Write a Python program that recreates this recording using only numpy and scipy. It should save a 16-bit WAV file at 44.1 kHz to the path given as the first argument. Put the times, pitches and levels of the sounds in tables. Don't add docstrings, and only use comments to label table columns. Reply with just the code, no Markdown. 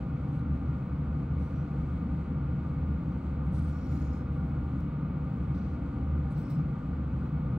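import sys
import numpy as np
from scipy import signal
from scipy.fft import rfft, irfft, next_fast_len
from scipy.io import wavfile
from scipy.ndimage import uniform_filter1d

SR = 44100
rng = np.random.default_rng(int(sys.argv[2]) if len(sys.argv) > 2 else 0)


def boost_factor(decibels):
    exponent = np.asarray(decibels, float) / 20
    return 10 ** exponent


def wav_record(signal):
    frames = np.transpose(np.atleast_2d(signal))
    bounded = np.clip(frames, -1, 1)
    quanta = np.round(bounded * 32767).astype(np.int16)
    wavfile.write(sys.argv[1], SR, quanta)


N = 334273
TIME = np.arange(N) / SR
HZ = np.maximum(np.fft.rfftfreq(N, 1 / SR), 1)


def level(x, db):
    mid = np.mean(x, axis=0)
    return x * boost_factor(db) / np.sqrt(np.mean(mid ** 2))


def over_hz(points, column=1):
    table = np.array(points, float)
    return np.interp(np.log(HZ), np.log(table[:, 0]), table[:, column])


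def over_time(points):
    return boost_factor(np.interp(TIME, *np.transpose(points)))


def lifts(modes):
    power = 1
    for hz, width_hz, db in modes:
        detune = 2 * (HZ - hz) / width_hz
        power = power + (boost_factor(db) ** 2 - 1) / (1 + detune ** 2) ** 2
    return np.sqrt(np.maximum(power, .01))


def walk(rate_hz):
    hold = int(SR / rate_hz)
    steps = np.repeat(rng.standard_normal(N // hold + 1), hold)
    return 1.3 * uniform_filter1d(uniform_filter1d(steps, hold), hold)[:N]


# f/Hz, own over shared part/dB, left over right/dB, left lead/rad
PORTS = [(60, -43.5, 0, -0.02), (138, -32, 0.5, -0.055), (328, -22.5, 2, -0.19), (560, -4.5, 2, -0.76),
         (950, 4.5, 2, -0.46), (1200, -8.5, 0, -0.86), (1760, -11.5, 1, 0.095), (2940, -2.5, -0.5, -1),
         (3700, -7.5, 0.2, -1.1), (4540, -4, 0, -1.4), (5150, -3.5, -0.2, -2), (5830, -4, 0, -1.1),
         (9150, -5, 0.5, -1.1), (15000, -7, 0, -1.9)]


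def ports(gain):
    shared, left, right = rfft(rng.standard_normal((3, N)))
    shared_power = 1 / (1 + boost_factor(over_hz(PORTS, 1)) ** 2)
    own = np.sqrt(1 - shared_power) * np.array([left, right])
    both = np.sqrt(shared_power) * shared + own
    lean = boost_factor(over_hz(PORTS, 2) / 2) * np.exp(.5j * over_hz(PORTS, 3))
    return irfft(gain * both * np.array([lean, 1 / lean]), N)


def narrow(hz, width_hz):
    phase = 2 * np.pi * np.cumsum(hz + 0 * TIME) / SR + np.array([[0], [1.4]])
    return walk(width_hz) * np.sin(phase) + walk(width_hz) * np.cos(phase)


def stroke(start_s, length_s, rise, release_s, fade_db):
    age = (TIME - start_s) / length_s
    edges = np.clip(np.minimum(age / rise, (1 - age) * length_s / release_s + 1), 0, 1)
    return edges * boost_factor(fade_db * np.clip((age - rise) / (1 - rise), 0, 2))


# f/Hz, width/Hz, level/dB before the common swell
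WHINES = [(9451, 25, -103), (9515, 25, -103), (9665, 25, -104), (9731, 25, -104), (15440, 20, -101),
          (15507, 20, -96), (15619, 20, -97), (15707, 20, -95), (15500, 500, -95)]


def whines():
    swell = boost_factor(2.7 * walk(5.2))
    return swell * sum(boost_factor(db) * narrow(hz, width_hz) for hz, width_hz, db in WHINES)


# t/s, click level/dB, f/Hz, decay/s
TICKS = [(0.2888, -55, 13700, .0004), (0.347, -66, 12000, .00015), (0.3735, -61, 13600, .0003),
         (0.3945, -59, 3900, .0018), (1.3968, -59, 11000, .00012), (3.5244, -59, 9500, .00015),
         (3.7744, -65, 11000, .00015), (4.2822, -66, 11000, .00015), (4.8057, -51, 9000, .00008),
         (5.9367, -70, 8200, .0002), (6.0494, -70, 12000, .0002), (6.1913, -57, 13000, .0002)]


def ticks():
    out, t = np.zeros(N), np.arange(400) / SR
    noises = rng.standard_normal((len(TICKS), 400))
    knock = .35 * np.exp(-t / .0004) * np.sin(2 * np.pi * 5600 * t)
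    for (start_s, db, hz, decay_s), noise in zip(TICKS, noises):
        click = np.exp(-t / decay_s) * np.sin(2 * np.pi * hz * t)
        tail = .3 * np.exp(-t / .0008) * np.diff(noise, prepend=0)
        i = int(start_s * SR)
        out[i:i + 400] += boost_factor(db) * (click + knock + tail)
    return np.array([np.roll(out, 1), out])


# t/s, length/s, start f/Hz, level/dB before fade
SLIDES = [(1.41, .11, 5750, -83), (1.55, .07, 5750, -76), (3.655, .58, 5560, -74), (3.7, .12, 7000, -77),
          (3.84, .36, 6900, -73), (6.37, .06, 8050, -76), (6.42, .17, 5350, -75), (6.495, .05, 7750, -77)]
SLIDE_RISE, SLIDE_RELEASE_S, SLIDE_FADE_DB = .2, .05, -6
SLIDE_SAG_PER_S, SLIDE_WANDER, SLIDE_WIDTH = .1, .005, .085
SLIDE_PATCHY_DB = 1.7


def slides():
    out = 0
    for start_s, length_s, hz, db in SLIDES:
        sag = SLIDE_SAG_PER_S * np.clip(TIME - start_s, 0, length_s)
        sinking_hz = hz * (1 - sag + SLIDE_WANDER * walk(17))
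        gate = stroke(start_s, length_s, SLIDE_RISE, SLIDE_RELEASE_S, SLIDE_FADE_DB)
        contact = boost_factor(db + SLIDE_PATCHY_DB * walk(40))
        out = out + gate * contact * narrow(sinking_hz, SLIDE_WIDTH * hz)
    return out


# t/s, length/s, then soft rub, dry scrape, fine crackle level/dB before fade
RUBS = [(0.082, .05, -90, -92, -91.5), (0.318, 0.082, -82, -83, -87.5), (1.384, .13, -76, -82, -83),
        (1.502, .22, -82, -97, -97.5), (3.444, .04, -86, -82, -89.5), (3.513, .16, -68.5, -72, -80),
        (3.663, .12, -73, -80, -82), (3.758, .42, -71.5, -84, -79.5), (3.9, 0.13, -79, -84, -81),
        (4.128, .14, -83, -89, -89), (4.28, .27, -84, -89, -86), (5.238, 0.036, -80, -91, -93.5),
        (5.42, 0.034, -81, -90, -92.5), (5.537, .05, -70, -89, -90), (5.569, .2, -74, -96, -91),
        (6.304, .02, -79, -73, -80.5), (6.31, .3, -73, -85, -88), (6.361, .065, -83, -87, -72.5),
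        (6.492, .045, -75, -76.5, -70.5), ]
# f/Hz, relative density/dB
RUB_COLOURS = [
    [(900, -8), (1400, -2), (2500, -6), (4300, 0), (6000, -5), (8000, -25), (16000, -50)],
    [(4000, -30), (6500, -8), (8500, 0), (11000, -6), (13000, -25), (16000, -40)],
    [(9000, -35), (12000, -10), (14000, -2), (15700, 0)],
]
RUB_RISE, RUB_RELEASE_S, RUB_FADE_DB = 0.23, .04, -6
RUB_GRAIN_DB, RUB_GRAIN_HZ = 2.1, 370


def rubs():
    hisses = []
    for colour in RUB_COLOURS:
        above_lowest = HZ > colour[0][0]
        hiss = level(ports(boost_factor(over_hz(colour)) * above_lowest), 0)
        hisses.append(hiss * boost_factor(RUB_GRAIN_DB * walk(RUB_GRAIN_HZ)))
    gains = 0
    for start_s, length_s, *dbs in RUBS:
        gate = stroke(start_s, length_s, RUB_RISE, RUB_RELEASE_S, RUB_FADE_DB)
        gains = gains + np.outer(boost_factor(dbs), gate)
    return sum(gain * hiss for gain, hiss in zip(gains, hisses))


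# f/Hz, relative density/dB
AIR = [(25, -34), (45, -13), (70, -0.5), (100, -13), (200, -9), (300, -16), (380, -29), (620, -31),
       (1050, -35), (1600, -44), (3000, -51), (5000, -64.5), (9000, -74), (12000, -80), (14000, -89.5)]
# f/Hz, width/Hz, lift/dB
HOUSING = [(213, 12, 3.5), (251.4, 41, 4), (287.5, 22, 6), (357.6, 22, 5.5), (498.3, 102, 8), (684, 60, 2),
           (789.3, 16, 11.5), (891, 43, 5), (930, 44, 5.5), (1207.6, 140, 11.5), (1429, 167, 11),
           (2050, 83, 4.5), (2233, 110, 8.5), (2516, 100, 6), (4220, 730, 3), (4700, 400, 3),
           (7660, 560, 4.5)]
AIR_DB = -35.5


def air():
    colour = boost_factor(over_hz(AIR)) * lifts(HOUSING)
    high = 1 / (1 + (5000 / HZ) ** 4)
    steady = ports(colour * np.sqrt(1 - high))
    flickering = ports(colour * np.sqrt(high)) * boost_factor(1.3 * walk(12))
    return level(steady + flickering, AIR_DB)


# f/Hz, width/Hz, lift/dB
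CASE = [(128.1, 21, 27.5), (147.05, 22, 29.5), (162.5, 17, 19.5), (180.7, 27, 24)]
# t/s, level/dB
RUMBLE = [(0.0, -37), (0.12, -35), (3.17, -34.5), (3.42, -38.5), (3.52, -30.5), (3.63, -36), (5.19, -32.5),
          (5.83, -38), (6.4, -31.5), (6.42, -40), (6.56, -29.5), (6.95, -37), (7.56, -30), (7.58, -38)]


def rumble():
    boom = level(ports(lifts(CASE) - 1), 0)
    return boom * over_time(RUMBLE)


# t/s, level/dB
HUM_SWELL = [(0, -40), (.3, -47.5), (.44, -32), (.8, -40), (1.32, -32.5), (1.6, -38.5), (2.1, -35.5),
             (2.5, -43), (2.83, -32), (3.1, -41.5), (3.5, -30), (4.0, -35), (4.45, -35.5), (5.1, -39.5),
             (5.5, -34), (5.92, -39), (6.13, -29), (6.55, -46.5), (7.1, -34.5), (7.58, -40)]
HUM_HZ, HUM_WIDTH_HZ = 74.55, 7.6
HUM_FLOOR_POWER = 0.2


def hum():
    resonance = 1 / (1 + (2 * (HZ - HUM_HZ) / HUM_WIDTH_HZ) ** 2)
    ring = signal.hilbert(level(ports(resonance), 0), next_fast_len(N))[:, :N]
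    evened = ring.real / np.sqrt(np.abs(ring) ** 2 / 2 + HUM_FLOOR_POWER)
    return evened * over_time(HUM_SWELL)


def scene():
    hands = ticks() + slides() + rubs()
    fan = air() + rumble() + hum()
    return whines() + hands + fan


def band_limit(x):
    return signal.sosfilt(signal.butter(12, 15750, fs=SR, output="sos"), x)


def record(dry):
    ease = np.clip(np.minimum(TIME, TIME[-1] - TIME) / .004, 0, 1)
    mix = dry * np.sin(np.pi / 2 * ease) ** 2
    return band_limit(mix)


dry = scene()
out = record(dry)
wav_record(out)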